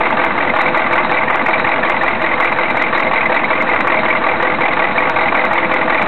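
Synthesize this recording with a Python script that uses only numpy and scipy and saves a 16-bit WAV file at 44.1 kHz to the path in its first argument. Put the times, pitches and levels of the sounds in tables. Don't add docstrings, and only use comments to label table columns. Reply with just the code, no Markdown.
import sys
import numpy as np
from scipy import signal
from scipy.fft import rfft, irfft
from scipy.io import wavfile
from scipy.ndimage import uniform_filter1d, minimum_filter1d

SR = 44100
rng = np.random.default_rng(int(sys.argv[2]) if len(sys.argv) > 2 else 0)


def digitize_waveform(pressure):
    field = np.atleast_2d(pressure).T
    bounded = np.clip(field, -1, 1)
    quanta = np.round(bounded * 32767).astype(np.int16)
    wavfile.write(sys.argv[1], SR, quanta)


def boost(x):
    u = np.asarray(x, float) / 20
    return 10 ** u


N = 267731
CLOCK = np.arange(N) / SR
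CYCLES = 34


# (delay [firings], thud [dB], block [dB], knock [dB], knock ring [Hz], cover [dB])
CYLINDERS = [
    (.35, -1, 1.5, -3.5, 2145, 0.5),
    (.42, -5.5, -5, -3, 1960, -2),
    (.38, -6, 0, -1, 2055, 6),
    (.45, -6, -5.5, -6, 2100, 0),
    (.5, -11, -5, -4, 2040, -3.5),
    (0.36, -6, -5.5, -5.5, 2030, -0.5),
    (0.31, -13.5, -19.5, -29.5, 690, -16.5),
    (.35, -5, -4, -6.5, 1815, -10.5),
]


def combustion():
    delay, thud_db, block_db, knock_db, knock_hz, cover_db = np.transpose(CYLINDERS)
    fire = moments(np.arange(8) + delay - .08)
    burn_db = uneven(np.zeros(8), 2.7)
    grit = rng.standard_normal((3, N))
    chance = rng.standard_normal((3, fire.size))
    rattle = bursts(fire, block_db + burn_db, rise_s=.0032, fall_s=.023)
    sump = sump_ring(grit[0], fire, thud_db, burn_db, rattle)
    slap = bursts(fire + .013, uneven(block_db, 4.0) - 9.5, rise_s=.00034, fall_s=.0033)
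    block = block_ring(grit[1], fire, block_db, burn_db, rattle, slap)
    cover = cover_ring(grit[2], fire, cover_db, burn_db, rattle, slap)
    bore = bore_knock(chance, fire, knock_db, knock_hz, burn_db)
    low = boost(-4.5) * sump + boost(-1.5) * block
    high = boost(-5.5) * cover + boost(-2.0) * bore
    return boost(near_db(-16.5, share=-.79)) * low + boost(near_db(-19.5, share=.4)) * high


# (frequency [Hz], width [Hz], level [dB])
SUMP_MODES = [(293.4, 66, -8.5), (336.6, 25, -1.5), (509.4, 19.7, 3.5), (636.2, 38, 2.5), (823, 160, -10.5)]


def sump_ring(grit, fire, thud_db, burn_db, rattle):
    thud = bursts(fire, uneven(thud_db, 2.) + burn_db, rise_s=.0008, fall_s=.004)
    return modes(grit * (.39 + .1 * rattle + thud), SUMP_MODES)


# (frequency [Hz], width [Hz], level [dB])
BLOCK_MODES = [(824, 22, -1), (898, 96, 6.5), (1006, 120, -1), (1135, 78, 6.5), (1310, 33, -11.5),
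               (1408, 53, 0.5), (1533, 31, 0.5), (1770, 180, -15.5)]
# (time [s], peak level [dB])
THUMPS = [(0.068, -7), (0.125, -7), (0.171, -6), (0.238, -5), (0.379, -8), (0.588, -5), (0.606, -4),
          (0.763, -6), (0.864, -7), (0.955, -7), (1.047, -9), (1.114, -6), (1.483, -4), (1.599, -9),
          (1.833, -9), (1.897, -5), (2.033, -5), (2.263, -7), (2.587, -5), (3.133, -4), (3.319, -6),
          (3.871, -5), (4.608, -5), (4.793, -6), (5.095, -8), (5.163, -6), (5.324, -7), (5.345, -4),
          (5.512, -6), (5.946, -7)]


def block_ring(grit, fire, block_db, burn_db, rattle, slap):
    block_db = uneven(block_db, 3.3) + burn_db
    s, db, _ = harder(fire, block_db, np.array(THUMPS), lift_db=7.5, lead_s=.0011)
    thump = bursts(s, db, rise_s=.0013, fall_s=.0046)
    return modes(grit * (.08 + .1 * rattle + slap + thump), BLOCK_MODES)


# (frequency [Hz], width [Hz], level [dB])
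COVER_MODES = [(1926, 33, 4), (2196, 26, 7), (2343, 52, 9.5), (2478, 170, -1), (2570, 110, -27),
               (3100, 250, -42.5), (3280, 200, -21.5)]
# (time [s], peak level [dB], ring [Hz])
KNOCKS = [(0.2414, -8, 2100), (0.406, -9, 1890), (0.6115, -7, 2010), (0.6833, -8, 2020), (1.1682, -8, 2020),
          (1.2805, -8, 1840), (1.4621, -4, 1890), (1.6457, -7, 1810), (1.6716, -8, 2140),
          (1.8312, -9, 1800), (2.0128, -6, 1800), (2.0817, -6, 2040), (2.5234, -9, 2050),
          (2.591, -10, 2150), (2.7008, -6, 2050), (2.819, -7, 2060), (2.9327, -8, 1800), (3.1587, -7, 2010),
          (3.2575, -6, 2050), (3.4426, -5, 2050), (3.6706, -12, 1820), (3.6944, -5, 2140),
          (3.9444, -7, 2000), (4.6129, -7, 2150), (4.7324, -9, 1990), (4.9596, -10, 1800),
          (5.1617, -9, 2150), (5.2834, -7, 2050), (5.7404, -8, 2010), (5.901, -8, 2150)]


def cover_ring(grit, fire, cover_db, burn_db, rattle, slap):
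    cover_db = uneven(cover_db, 2.8) + burn_db
    s, db, _ = harder(fire + .0017, cover_db, np.array(KNOCKS), lift_db=10.5, lead_s=.0011)
    shake = bursts(s, db, rise_s=.0028, fall_s=.005)
    return modes(grit * (.015 + .073 * rattle + .5 * slap + shake), COVER_MODES)


def bore_knock(chance, fire, knock_db, knock_hz, burn_db):
    knock_db = uneven(knock_db - 1.5, 1.3) + burn_db
    s, db, near = harder(fire + .003, knock_db, np.array(KNOCKS), lift_db=5, lead_s=.0025)
    hz = np.tile(knock_hz, CYCLES) * (1 + .015 * chance[2])
    hz[near] = np.array(KNOCKS)[:, 2]
    bore = rings(s, db, hz, rise_s=.01, fall_s=.0038, phase=3 * chance[0])
    cross_s = s + .006 + .003 * chance[0]
    cross_db = db - 11 + 2.5 * chance[2]
    cross_hz = hz * (1.03 + .05 * chance[1])
    cross = rings(cross_s, cross_db, cross_hz, rise_s=.0034, fall_s=.004, phase=3 * chance[2])
    return evened(bore + cross)


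# (place [firings], level [dB])
TICKS = [
    (1.3, 0.5),
    (1.5, -5),
    (4, -5),
    (2.1, -11),
    (5.5, -5.5),
    (5.3, 1.5),
    (5.9, -8.5),
    (7.6, 3),
    (.1, -7),
]
# (time [s], peak level [dB])
CHATTERS = [(0.6045, -25), (0.9168, -28), (1.039, -28), (1.0984, -32), (1.1363, -28), (1.4691, -32),
            (1.5788, -28), (1.6432, -30), (1.7838, -32), (1.8372, -29), (2.796, -31), (2.9422, -25),
            (3.0325, -29), (3.1193, -28), (3.4436, -30), (3.489, -27), (3.9888, -29), (4.6024, -31),
            (4.7102, -31), (4.9142, -29), (4.9561, -30), (5.2091, -32), (5.438, -27), (5.7593, -28),
            (5.887, -31)]


def valve_gear():
    place, db = np.transpose(TICKS)
    s, db, _ = harder(moments(place), uneven(db - 5.0, 1.4), np.array(CHATTERS), lift_db=33.5, lead_s=.002)
    chatter = rng.standard_normal(N) * (.22 + bursts(s, db, rise_s=.0039, fall_s=.016))
    return boost(near_db(-38.0, share=.2)) * evened(mode(chatter, 3810, 65))


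# (place [firings], level [dB], pipe note [Hz])
PUFFS = [(0.17, -8, 240), (1, -8, 330), (2.3, -2.5, 340), (3.4, -6, 320), (4.1, -7, 150), (4.65, 0.5, 235),
         (5.3, -10.5, 100), (5.8, 2.5, 225), (6.4, -7.5, 160), (6.85, -3.5, 240), (7.4, -5, 150)]
# (multiple of the cycle rate [1], level [dB])
HUM = [(8, -57.5), (16, -51.5), (24, -57.5), (32, -46.5)]


def exhaust():
    place, db, hz = np.transpose(PUFFS)
    chance = rng.standard_normal((2, CYCLES, len(hz)))
    puff_hz = hz * (1 + .07 * chance[0])
    boom = rings(moments(place), uneven(db, 2.3), puff_hz, rise_s=.0046, fall_s=.009, phase=.8 * chance[1])
    cycles = np.interp(CLOCK, *np.transpose(CRANK))
    hum = sum(boost(db) * np.sqrt(2) * np.sin(2 * np.pi * k * cycles) for k, db in HUM)
    return boost(-32.5) * evened(boom) + hum


# (frequency [Hz], level [dB per Hz])
ROAR = [(30, -41), (60, -27.5), (72, -24.5), (130, -19), (300, -7), (420, -6), (900, -3), (1700, -7),
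        (2100, -8.5), (2500, -11.5), (2960, -17.5), (3800, -22.5)]


def fan():
    air = rng.standard_normal((2, N))
    roar = coloured(air[0], ROAR, left=-60)
    blade = mode(mode(air[1], 80, 5.2), 80, 12)
    return boost(-21.5) * evened(roar) + boost(-47.5) * evened(blade)


# (time [s], position [engine cycles])
CRANK = [(0.0, 0.004), (0.4, 2.169), (0.8, 4.336), (1.2, 6.504), (1.6, 8.683), (2.0, 10.864), (2.4, 13.039),
         (2.8, 15.216), (3.2, 17.406), (3.6, 19.553), (4.0, 21.74), (4.4, 23.909), (4.8, 26.074),
         (5.2, 28.256), (5.6, 30.425), (6.08, 33.019)]


def moments(place, jitter_s=.0014):
    s, cycles = np.transpose(CRANK)
    turn = np.arange(CYCLES)[:, None] + np.asarray(place) / 8
    return np.interp(turn, cycles, s, right=9) + jitter_s * rng.standard_normal(turn.shape)


def uneven(db, spread_db):
    return db + spread_db * np.minimum(rng.standard_normal((CYCLES, len(db))), .8)


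def harder(s, db, events, lift_db, lead_s):
    s, db = s.flatten(), db.flatten()
    near = abs(s[:, None] - events[:, 0]).argmin(0)
    s[near] = events[:, 0] - lead_s
    db[near] = events[:, 1] + lift_db
    return s, db, near


def burst_shape(t, rise_s, fall_s):
    return (1 - np.exp(-t / rise_s)) * np.exp(-t / fall_s)


def bursts(s, db, rise_s, fall_s):
    train = np.zeros(N)
    at = (np.ravel(s) * SR).astype(int)
    inside = (at >= 0) & (at < N)
    np.add.at(train, at[inside], boost(np.ravel(db))[inside])
    shape = burst_shape(CLOCK[:4000], rise_s, fall_s)
    return signal.oaconvolve(train, shape / shape.max())[:N]


def rings(s, db, hz, rise_s, fall_s, phase):
    out, t = np.zeros(N + 3000), CLOCK[:3000]
    shape = burst_shape(t, rise_s, fall_s)
    for at, gain, f, p in zip(*map(np.ravel, (s, boost(db), hz, phase))):
        if 0 <= at < CLOCK[-1]:
            out[int(at * SR):][:3000] += gain * shape * np.sin(2 * np.pi * f * t + p)
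    return out[:N]


def mode(x, hz, width):
    return signal.lfilter(*signal.iirpeak(hz, hz / width, SR), x)


def modes(x, table):
    return evened(sum(boost(db) * mode(x, hz, width) for hz, width, db in table))


def evened(x):
    return x / np.sqrt(np.mean(x ** 2))


def coloured(x, table, left=None):
    hz, (f, db) = np.fft.rfftfreq(N, 1 / SR), np.transpose(table)
    return irfft(rfft(x) * boost(np.interp(np.log(hz + 1), np.log(f), db, left=left)), N)


# (time [s], lean [dB])
LEAN = [
    (0, -1.3),
    (.8, -0.5),
    (1.65, .4),
    (2.75, 2.5),
    (3.3, 1.3),
    (3.85, 0),
    (5.2, 0.5),
    (6.07, -.1),
]


def near_db(level_db, share):
    return level_db + share * np.interp(CLOCK, *np.transpose(LEAN))


def scene():
    return (combustion() + valve_gear() + exhaust() + fan())[None]


# (frequency [Hz], level [dB])
MIC = [(20, -14), (45, -3.5), (70, 0.5), (2400, 0.5), (2900, -3), (3300, -5.5), (3700, -3), (3900, 0)]


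def microphone(x):
    return coloured(x, MIC)


def slow_sampling(x):
    rate_hz = 7850
    band = signal.firwin(401, rate_hz / 2 - 40, window=("kaiser", 8), fs=SR)
    x = signal.oaconvolve(x, band, "same")
    x = x + boost(-2.0) * 2 * x * np.cos(2 * np.pi * rate_hz * CLOCK)
    smoothing = signal.firwin(301, 4080, window=("kaiser", 10), fs=SR)
    return signal.oaconvolve(x, smoothing, "same")


FULL, OFFSET = .712, -.0592


def limited(x, spare):
    room = .94 * FULL - np.sign(x) * OFFSET
    want = np.where(spare, 1, np.minimum(1, room / (abs(x) + 1e-9)))
    held = minimum_filter1d(want, size=161)
    return x * uniform_filter1d(uniform_filter1d(held, size=81), size=81)


# (time [s], splatter level [dB], swing direction [+1 or -1])
OVERLOADS = [(0.1073, -42, 1), (0.2493, -32.5, 1), (0.566, -41.5, -1), (0.6177, -30, 1), (0.7757, -36, -1),
             (0.9333, -33, -1), (0.9627, -41, -1), (1.1162, -34, -1), (1.3085, -42, 1), (1.3584, -30.5, 1),
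             (1.4641, -32, 1), (1.4856, -33.5, -1), (1.8987, -27.5, -1), (2.0349, -35.5, -1),
             (2.2237, -41.5, -1), (2.4062, -33.5, -1), (2.4485, -35.5, -1), (2.773, -34.5, -1),
             (2.8247, -26.5, -1), (2.982, -35, -1), (3.0041, -30, -1), (3.6239, -31.5, -1),
             (3.808, -30, -1), (3.8765, -33, -1), (4.4296, -32, -1), (5.098, -18, -1), (5.4532, -33.5, -1),
             (5.5351, -33, -1), (5.7408, -31.5, -1), (6.0259, -34.5, -1)]
GRAZES = [.2428, .3813, .6131, 1.5989, 1.6921, 1.8874, 1.9028, 2.0802, 2.086, 2.428, 2.4588, 2.5204, 2.5276,
          2.588, 2.7045, 2.71, 3.1365, 3.2601, 3.349, 3.6918, 3.7467, 3.8723, 4.0854, 4.2709, 4.6136,
          4.7362, 5.0061, 5.2154, 5.368, 5.9067]


def overloaded(x):
    t, spare = CLOCK[:201] - CLOCK[100], np.zeros(N, bool)
    crest = np.exp(-.5 * (t / .00037) ** 2) * np.cos(2 * np.pi * 1200 * t)
    s, db, side = np.transpose(OVERLOADS + [(s, -46.5, -1) for s in GRAZES])
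    places, side = (s * SR).astype(int), np.sign(side)
    peak = side * FULL * (1.03 + boost(.67 * db + 3.7)) - OFFSET
    for _ in range(4):
        x = limited(x, spare)
        for k, at in enumerate(places):
            at += (side[k] * x[at - 8:at + 9]).argmax() - 8
            x[at - 100:at + 101] += crest * (peak[k] - x[at])
            places[k] = at
            spare[at - 7:at + 8] = True
    return x


def bent(x):
    knee, bend_hz = .6, 4600
    bend = np.sign(x) * boost(6) * np.clip(abs(x) - knee, 0, FULL - knee) ** 2
    return x - signal.sosfiltfilt(signal.butter(4, bend_hz, fs=SR, output="sos"), bend)


def band_limit(x):
    return signal.sosfilt(signal.butter(12, 15870, fs=SR, output="sos"), x)


def record(dry):
    x = slow_sampling(microphone(dry[0]))
    x = bent(overloaded(x) + OFFSET)
    return band_limit(np.clip(x, -FULL, FULL)[None])


dry = scene()
out = record(dry)
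digitize_waveform(out)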